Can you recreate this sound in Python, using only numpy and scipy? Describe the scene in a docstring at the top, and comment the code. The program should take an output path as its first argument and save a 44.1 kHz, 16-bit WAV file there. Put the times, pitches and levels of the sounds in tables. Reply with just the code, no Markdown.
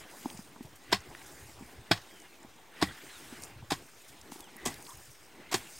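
"""On an open hillside light wind nudges the microphone over a far hiss; soil trickles and dry stalks rustle.
Pebbles tick, boots scrape and clods drop. Then a steel hoe swishes down and, near 0.9 s, bites into hard
dry soil: fractures of crust and stones ring the blade and knock the handle, the ground thuds, and thrown
soil rains back. A faint falling whistle, perhaps a far bird, follows. Five more blows come about 0.9 s
apart, with the small sounds and three more whistles between them."""
import sys
import numpy as np
from scipy import signal
from scipy.fft import rfft, irfft, next_fast_len
from scipy.io import wavfile
from scipy.ndimage import uniform_filter1d, map_coordinates

SR = 44100
rng = np.random.default_rng(int(sys.argv[2]) if len(sys.argv) > 2 else 0)


def master_out(mix):
    """Clip the mix to full scale and print it as 16-bit PCM to the path in sys.argv[1]."""
    frames = np.transpose(np.atleast_2d(mix))
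    ceiling = np.clip(frames, -1, 1)
    pcm = np.round(ceiling * 32767).astype(np.int16)
    wavfile.write(sys.argv[1], SR, pcm)


N = 255339
TIME = np.arange(N) / SR  # t/s through the scene
T = np.arange(SR // 4) / SR  # t/s within one short event


def amp(db):
    """Amplitude ratio of a level in decibels."""
    return 10 ** (np.asarray(db) / 20)


def unit(x):
    """Normalisation to an rms of 1."""
    return x / np.sqrt(np.mean(abs(x) ** 2) + 1e-20)


def spectrum(points):
    """Gain as a function of frequency, interpolated on log axes from rows of f/Hz, level/dB."""
    f, db = np.transpose(points)
    return lambda hz: amp(np.interp(np.log(hz + 1), np.log(f + 1), db))


def curves(rows):
    """Linear interpolation in time: one curve for each column after t/s."""
    times, *columns = np.transpose(rows)
    return [np.interp(TIME, times, column) for column in columns]


def filtered(x, response):
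    """Linear filtering: the spectrum of x times a function of frequency."""
    size = next_fast_len(N + 8192)
    return irfft(rfft(x, size) * response(np.fft.rfftfreq(size, 1 / SR)), size)[..., :N]


def wobble(rate):
    """Slow random modulation: a spline through `rate` knots a second."""
    knots = rng.standard_normal(int(N * rate / SR) + 4)
    return map_coordinates(knots, [TIME * rate])


def add(track, s, sound):
    """Superposition of a sound on a track at s seconds."""
    part = track[round(s * SR):][:len(sound)]
    part += sound[:len(part)]


def decay(db, rise_s, t60):
    """Exponential damping after a quick onset: 60 dB lost in t60 seconds."""
    return amp(db - 60 * T / t60) * (1 - np.exp(-T / rise_s))


def rush(bands, grain_rate, grain_db, patchy_db):
    """Modulated noise of rms 1: its level flickers in grains and in patches of time and pitch."""
    grains = rng.standard_normal(N) * amp(grain_db * wobble(grain_rate))
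    cells = signal.stft(grains, nperseg=512)[2]
    patches = uniform_filter1d(rng.standard_normal(cells.shape), size=8, axis=0)
    patches = uniform_filter1d(patches, size=7, axis=1)
    noise = signal.istft(cells * amp(patchy_db * unit(patches)), nperseg=512)[1][:N]
    return unit(filtered(noise, spectrum(bands)))


def wind():
    """Turbulence: lumps of wind press on the microphone as low-frequency noise."""
    # lumps of wind: t/s, level/dB, length/s
    lumps = [(0, -53, .06), (.37, -58, .1), (.496, -58, .04), (.658, -57, .07), (.744, -60, .05),
             (.95, -48, .1), (1.11, -50, .05), (1.254, -51, .05), (1.35, -60, .1), (1.452, -51, .09),
             (1.56, -57, .1), (1.642, -52, .06), (1.79, -51, .06), (1.97, -49, .1), (2.478, -64, .06),
             (2.9, -49, .08), (3.104, -64, .03), (3.164, -59, .04), (3.28, -63, .1), (3.43, -58, .15),
             (3.58, -54, .14), (3.74, -48, .1), (4.104, -59, .06), (4.234, -59, .08), (4.424, -61, .05),
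             (4.68, -46, .08), (4.768, -56, .06), (4.952, -57, .12), (5.082, -57, .06), (5.222, -65, .03),
             (5.56, -50, .09), (5.79, -61, .04)]
    # pressure spectrum: f/Hz, relative level/dB
    bands = [(15, -25), (25, -1.5), (70, -1), (116, -3), (150, -6), (200, -43), (330, -120)]
    calm = amp(-74)
    pressure = calm + sum(amp(db) * np.exp(-((TIME - s) * 2 / length) ** 2) for s, db, length in lumps)
    return pressure * rush(bands, grain_rate=25, grain_db=2.5, patchy_db=0.12)


def valley_hiss():
    """Stationary broadband noise: the far hiss of the valley."""
    # hiss spectrum: f/Hz, relative level/dB
    bands = [(35, -37), (60, 4.5), (249, -8), (314, 3.5), (501, 0), (897, -3.5), (1080, -5), (1680, -7),
             (4180, -11.5), (8420, -13), (9680, -25), (14700, -14), (15800, -17)]
    return amp(-63.5) * rush(bands, grain_rate=30, grain_db=0.13, patchy_db=0.69)


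def wide_hiss():
    """Opposite polarity: a faint, steady hiss, inverted between left and right, sounds wide."""
    # spectrum of the wide hiss: f/Hz, relative level/dB
    bands = [(18, -65), (30, -29), (130, -0.5), (698, -2.5), (1120, -4), (1700, -6), (3540, -7.5),
             (5990, -12.5), (8200, -33.5), (12200, -11), (15800, -13)]
    hiss = amp(-70) * rush(bands, grain_rate=30, grain_db=0.19, patchy_db=4.2)
    return np.array([hiss, -hiss])


def soil_and_stalks():
    """Granular noise: shuffling, trickling and rustling are ever finer grains; blows add to their power."""
    # loose soil: t/s, shuffling level/dB, trickling level/dB
    soil = [(0, -59.5, -57.5), (.21, -53.5, -57), (.39, -58, -59.5), (.6, -61.5, -64), (.74, -61, -62.5),
            (.98, -59, -60), (1.076, -55, -56.5), (1.3, -57, -58.5), (1.85, -58.5, -60.5), (2.05, -62, -60),
            (2.37, -61, -62), (2.72, -62, -63.5), (2.95, -57, -54), (3.32, -57.5, -55), (3.47, -54, -56),
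            (3.695, -66.5, -63), (3.91, -65, -64), (4.144, -59.5, -60), (4.49, -58, -61.5),
            (4.79, -58, -60), (5.03, -62.5, -61), (5.18, -70, -64.5), (5.33, -58.5, -60), (5.6, -56, -56),
            (5.79, -64.5, -59.5)]
    # rustling dry stalks: t/s, level/dB
    stalks = [(0, -53.5), (.04, -61.5), (.17, -53.5), (.4, -55), (.52, -65), (.9, -64), (1.05, -61),
              (1.28, -55.5), (1.5, -57), (1.57, -60.5), (1.73, -59.5), (1.79, -66), (2.2, -60), (2.28, -64),
              (2.77, -68), (2.95, -57.5), (3.23, -54.5), (3.44, -55.5), (3.58, -67), (3.85, -62),
              (4.12, -59.5), (4.22, -63), (4.4, -57.5), (4.45, -63.5), (4.62, -63), (4.79, -57), (4.9, -52),
              (4.96, -55.5), (5.14, -58), (5.18, -62), (5.5, -66), (5.68, -54.5), (5.79, -53.5)]
    # air and dust rush before a blow, soil rains back after: t/s, swing level/dB, thrown level/dB
    swings = [(.92, -54, -56), (1.91, -62, -52), (2.82, -48, -48), (3.71, -70, -51), (4.66, -50, -46),
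              (5.52, -62, -46)]
    # spectra of the three textures: f/Hz, relative level/dB
    shuffle_bands = [(71, -46), (120, -10), (254, -6), (343, -3.5), (480, -9.5), (529, -12), (840, -8),
                     (1200, -15.5), (1560, -70), (2640, -120)]
    trickle_bands = [(590, -38), (1000, -11.5), (1080, -6), (1620, -1.5), (1820, -2), (2100, -2.5),
                     (2510, -4.5), (3920, -9), (4600, -13.5), (5980, -41), (10100, -120)]
    rustle_bands = [(2350, -31), (4000, -18), (4860, -0.5), (5710, -2), (6950, -1), (8110, -3), (8690, 1.5),
                    (9640, -7.5), (10700, -5.5), (13800, -10), (15800, -8)]
    swing_db_per_s, thrown_t60 = 170, .55
    swing = sum((TIME < s) * amp(db - swing_db_per_s * abs(TIME - s)) for s, db, _ in swings)
    thrown = sum((TIME >= s) * amp(db - 60 * abs(TIME - s) / thrown_t60) for s, _, db in swings)
    stirred = swing * amp([[0], [0], [-10]]) + thrown * amp([[1], [0], [-1]])  # one row a texture
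    shuffle, trickle, rustle = np.hypot(amp(curves(soil) + curves(stalks)), stirred)
    return (shuffle * rush(shuffle_bands, grain_rate=50, grain_db=1.9, patchy_db=2.3)
            + trickle * rush(trickle_bands, grain_rate=60, grain_db=1.3, patchy_db=2.3)
            + rustle * rush(rustle_bands, grain_rate=160, grain_db=1.3, patchy_db=2.3))


def puffs(rows, rise_s):
    """Damped band-limited noise, one puff a row."""
    out = np.zeros(N)
    for s, db, low_hz, high_hz, t60 in rows:
        band = signal.butter(3, [low_hz, high_hz], "band", fs=SR, output="sos")
        noise = signal.sosfilt(band, rng.standard_normal(len(T)))
        add(out, s, decay(db, rise_s, t60) * unit(noise))
    return out


def ticks():
    """Impulsive excitation: dropping pebbles and snapping stalks give very brief noise."""
    # ticks: t/s, level/dB, low f/Hz, high f/Hz
    impacts = [(.112, -45, 5040, 10000), (.301, -37, 800, 5300), (.3736, -40, 4280, 7260),
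               (.563, -42, 600, 1500), (1.0044, -46, 5500, 8000), (1.1493, -36, 800, 2600),
               (1.216, -35, 784, 2420), (1.3224, -46, 7360, 9200), (2.11, -46, 900, 2200),
               (2.2, -46, 3500, 9000), (2.2194, -48, 5500, 8500), (2.43, -47.5, 6500, 9000),
               (3.4215, -39, 5000, 14000), (3.4355, -32, 4700, 9300), (3.4438, -39, 5500, 8500),
               (3.45, -42, 6000, 14000), (4.2133, -40, 4560, 9300), (4.4049, -37, 2500, 13000),
               (4.4414, -47, 5000, 8500), (4.5655, -38, 8040, 15000), (4.7418, -38, 2500, 11000),
               (4.825, -41, 5500, 10700), (4.85, -43, 3500, 5130), (4.905, -44, 3100, 3800),
               (4.9726, -46, 9500, 13000)]
    t60 = .015
    return puffs([(*row, t60) for row in impacts], rise_s=.00044)


def scrapes():
    """Sliding friction: boots and slipping soil give softer-edged, longer noise."""
    # scrapes: t/s, level/dB, low f/Hz, high f/Hz, t60/s
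    slides = [(.225, -46, 1000, 11700, .04), (.625, -52, 2000, 13000, .1), (.652, -51, 1500, 13000, .05),
              (.755, -50, 5500, 15000, .07), (1.27, -54, 5500, 15000, .12), (1.955, -49, 800, 5500, .25),
              (2.845, -46, 1000, 4500, .15), (2.885, -43, 3100, 3500, .07), (3.428, -46, 5000, 10000, .1),
              (4.08, -52, 3500, 13000, .14), (4.316, -39, 790, 11300, .04), (4.325, -48, 1990, 12800, .2),
              (4.359, -45, 800, 8000, .035), (4.39, -54, 2500, 15000, .1), (4.8643, -41.5, 2480, 5270, .03),
              (4.88, -43.5, 880, 1180, .13), (4.89, -48, 5500, 11000, .1), (4.914, -42, 960, 1230, .05),
              (5.56, -48, 7000, 15000, .24)]
    return puffs(slides, rise_s=.003)


def clods():
    """Inelastic impact: a clod gives a few low cycles of sinking pitch and a brighter tap as it breaks."""
    # landings: t/s, relative level/dB, starting f/Hz, relative tap level/dB
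    landings = [(.247, -37.5, 259, 4), (.257, -22, 299, 4.5), (.31, -39, 346, 8), (.345, -40, 186, 3),
                (.39, -33.5, 230, -1), (.561, -45, 231, 9.5), (.607, -30.5, 273, -7), (.648, -40, 167, 1),
                (1.608, -32, 284, -14), (1.622, -33, 246, -3), (2.447, -40.5, 270, -3),
                (3.324, -31, 286, -5.5), (3.625, -37, 128, 0), (4.32, -35.5, 281, 6),
                (4.358, -33.5, 378, 1), (4.399, -36.5, 356, 2)]
    periods_to_die, tap_hz = 9, 850
    out = np.zeros(N)
    for s, db, hz, tap_db in landings:
        low = amp(-60 * T * hz / periods_to_die) * np.sin(2 * np.pi * hz * T * np.exp(-T / 0.128))
        tap = amp(tap_db + 4 - 60 * T / 0.008) * np.sin(2 * np.pi * tap_hz * T)
        onset = 1 - np.exp(-T / 0.0023)
        add(out, s, amp(db + 3.5) * onset * (low + tap))
    return out * amp(2 * wobble(200))


def swish():
    """Flow noise round the hoe's head climbs and swells with its speed, then dies as the head stops."""
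    # strokes: loudest t/s, swell/s, top f/Hz, level/dB
    strokes = [(.94, .2, 2000, -49), (2.865, .18, 1940, -43), (4.67, .16, 1990, -43.5),
               (5.52, .35, 2120, -56.5)]
    fade_s, climb_hz_per_s, depth_db = .06, 700, 24
    out = np.zeros(N)
    for s, swell, top_hz, db in strokes:
        t = np.arange(-swell, fade_s, 1 / SR)
        envelope = amp(db - depth_db * np.where(t < 0, -t / swell, (t / fade_s) ** 2))
        hz = top_hz + climb_hz_per_s * np.minimum(t, 0)
        add(out, s - swell, envelope * np.sin(2 * np.pi * np.cumsum(hz) / SR))
    return out * wobble(160)  # widens the tone into a narrow band of noise


def ringing(force, modes):
    """Modal superposition: resonances of alternating sign, scaled so that white noise keeps its level."""
    def response(f):
        return unit(sum((-1) ** k * amp(db) * 1j * f * width / (hz * hz - f * f + 1j * f * width)
                        for k, (hz, width, db) in enumerate(modes)))
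    return filtered(force, response)


def hoe_bites():
    """Forced vibration: bursts of uneven small fractures shake blade and handle and spray grit."""
    # blows: entry t/s, grinding level/dB, grinding t60/s, crumbling t/s, level/dB, grit over blade/dB
    blows = [(.916, -33, .12, .936, -31.5, -9), (1.909, -34, .05, 1.921, -29, -12),
             (2.813, -29.5, .064, 2.8295, -33.5, -8), (3.7025, -33, .09, 3.7172, -34, -5),
             (4.6532, -32.5, .055, 4.668, -37, 2), (5.513, -39, .15, 5.549, -34.5, -2)]
    # sharp cracks of crust and stones: t/s, blade level/dB, handle level/dB
    cracks = [(.9236, -27, -35), (.926, -16.5, -24.5), (.9293, -27, -30), (1.9118, -18.5, -21),
              (1.9146, -15, -28), (1.974, -41, -55), (2.822, -34, -25.5), (2.8245, -21, -36),
              (3.7045, -36, -36), (3.7095, -39, -27), (3.7185, -34, -32), (4.6597, -29, -29.5),
              (5.523, -38, -30), (5.527, -29, -27), (5.5408, -19, -28), (5.5443, -33, -37)]
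    # modes of the soil-damped steel blade and the wooden handle: f/Hz, width/Hz, relative level/dB
    blade_modes = [(1634, 680, 3), (2020, 145, 8), (2250, 600, 1), (2990, 600, 4), (3227, 350, 8),
                   (4030, 580, 0), (4360, 106, 6.5), (4980, 490, 2), (5410, 230, 2)]
    handle_modes = [(725, 200, -3), (1103, 94, -0.5)]
    # spectrum of shattering crust: f/Hz, relative level/dB
    grit_bands = [(2940, -36), (5000, -9), (5480, -1.5), (7070, 2), (8330, 1.5), (9350, -6.5),
                  (10700, -6.5), (15800, -14.5)]
    envelopes = np.zeros((3, N))  # blade, handle, grit

    def burst(s, levels_db, rise_s, t60):
        for track, db in zip(envelopes, levels_db):
            add(track, s, decay(db, rise_s, t60))

    for entry_s, grind_db, grind_t60, crumble_s, crumble_db, grit_db in blows:
        burst(entry_s, [grind_db, grind_db - 1, grind_db + grit_db], rise_s=.002, t60=grind_t60)
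        burst(crumble_s, [crumble_db, crumble_db - 6, crumble_db + grit_db], rise_s=.0024, t60=.11)
    for s, blade_db, handle_db in cracks:
        grit_db = [db for entry_s, *_, db in blows if entry_s < s][-1]  # of the blow under way
        burst(s, [blade_db, handle_db, blade_db + grit_db - 4], rise_s=.0006, t60=.028)
    on_blade, on_handle, spray = envelopes * rng.standard_normal((3, N)) * amp(1.17 * wobble(500))
    grit = filtered(spray, lambda hz: unit(spectrum(grit_bands)(hz)))
    return ringing(on_blade, blade_modes) + ringing(on_handle, handle_modes) + grit


def ground_thuds():
    """Impulse response: after a jolt, packed soil knocks; deeper layers answer lower, later and longer."""
    # the blade stops dead: t/s, jolt level/dB, then relative level/dB, f/Hz for knock, body and boom
    thuds = [(.9285, -12, -19, 400, -19, 196, -26, 107),
             (1.9135, -14.5, -20.5, 326, -20, 169, -19.5, 110.4),
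             (2.8275, -15, -20, 306, -21.5, 189, -27, 84), (3.7203, -17, -26, 279, -31.5, 158, -33, 99),
             (4.6615, -21.5, -29.5, 385, -23.5, 241, -29.5, 153.4),
             (5.5445, -22, -21.5, 367, -27, 227, -29, 112)]

    def mode(db, hz, rise_s, t60):
        return decay(db, rise_s, t60) * np.sin(2 * np.pi * (hz * T + rng.random()))

    jolts, layers = np.zeros((2, N))
    for s, jolt_db, knock_db, knock_hz, body_db, body_hz, boom_db, boom_hz in thuds:
        u = (T - .005) / 0.00053  # time from the jolt's centre, in pulse widths
        add(jolts, s - .005, -amp(jolt_db) * (1 - u * u) * np.exp(-u * u / 2))
        knock = mode(knock_db + 1.5, knock_hz, rise_s=0.0011, t60=0.051)
        body = mode(body_db - 1.5, body_hz, rise_s=0.003, t60=0.087)
        boom = mode(boom_db + 5, boom_hz, rise_s=0.026, t60=0.1)
        add(layers, s - .003, knock + body + boom)
    return jolts + layers * amp(2.5 * wobble(130))


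def whistles():
    """Frequency glide: thin fluttering tones slide down from their top pitch as they swell and fade."""
    # whistles: t/s, length/s, top f/Hz, last f/Hz, share of the length before the top, level/dB
    calls = [(1.175, .035, 4340, 3500, 0, -60), (2.07, .32, 3420, 2430, 0, -63),
             (3.085, .155, 4200, 2930, .17, -55.5), (4.42, .09, 3480, 2200, .1, -58.5)]
    out = np.zeros(N)
    for s, length, top_hz, last_hz, top_at, db in calls:
        progress = np.arange(round(length * SR)) / (length * SR)
        hz = top_hz + (last_hz - top_hz) * abs(progress - top_at) / (1 - top_at)
        envelope = amp(db) * np.sin(np.pi * progress ** .65)
        add(out, s, envelope * np.sin(2 * np.pi * np.cumsum(hz) / SR))
    return out * amp(2 * wobble(60))


def ground_echo(x):
    """Destructive interference with the echo off the ground, as one notch in the spectrum."""
    hz, width_hz, depth = 530, 220, 0.93
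    return filtered(x, lambda f: 1 - depth * 1j * f * width_hz / (hz ** 2 - f * f + 1j * f * width_hz))


def spread(x):
    """A faint, short left-right smear, mostly in the treble, trails the events in opposite polarity on the two
    sides."""
    side_bands = [(100, -64), (500, -43.5), (3000, -59), (9000, -13.5)]  # f/Hz, level/dB
    tail = rng.standard_normal(SR // 10) * amp(-60 * T[:SR // 10] / 0.027)
    smear = signal.fftconvolve(x, tail / np.linalg.norm(tail))[:N]
    side = filtered(smear, spectrum(side_bands))
    return np.array([x + side, x - side])


def scene():
    """Superposition in stereo: blows and small events over the noise of the hillside."""
    impacts = ground_echo(hoe_bites() + ground_thuds() + clods())
    small = ticks() + scrapes()
    hiss = wide_hiss()
    events = spread(impacts + small + whistles() + swish())
    return events + wind() + soil_and_stalks() + valley_hiss() + hiss


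def record(dry):
    """Band limiting: deepest bass and top treble are lost; the converter sits slightly off zero."""
    bass_hz, top_hz, offset = 40, 15830, -.0009
    return filtered(dry, lambda hz: (hz < top_hz) * (1j * hz / (bass_hz + 1j * hz)) ** 2) + offset


dry = scene()
out = record(dry)
master_out(out)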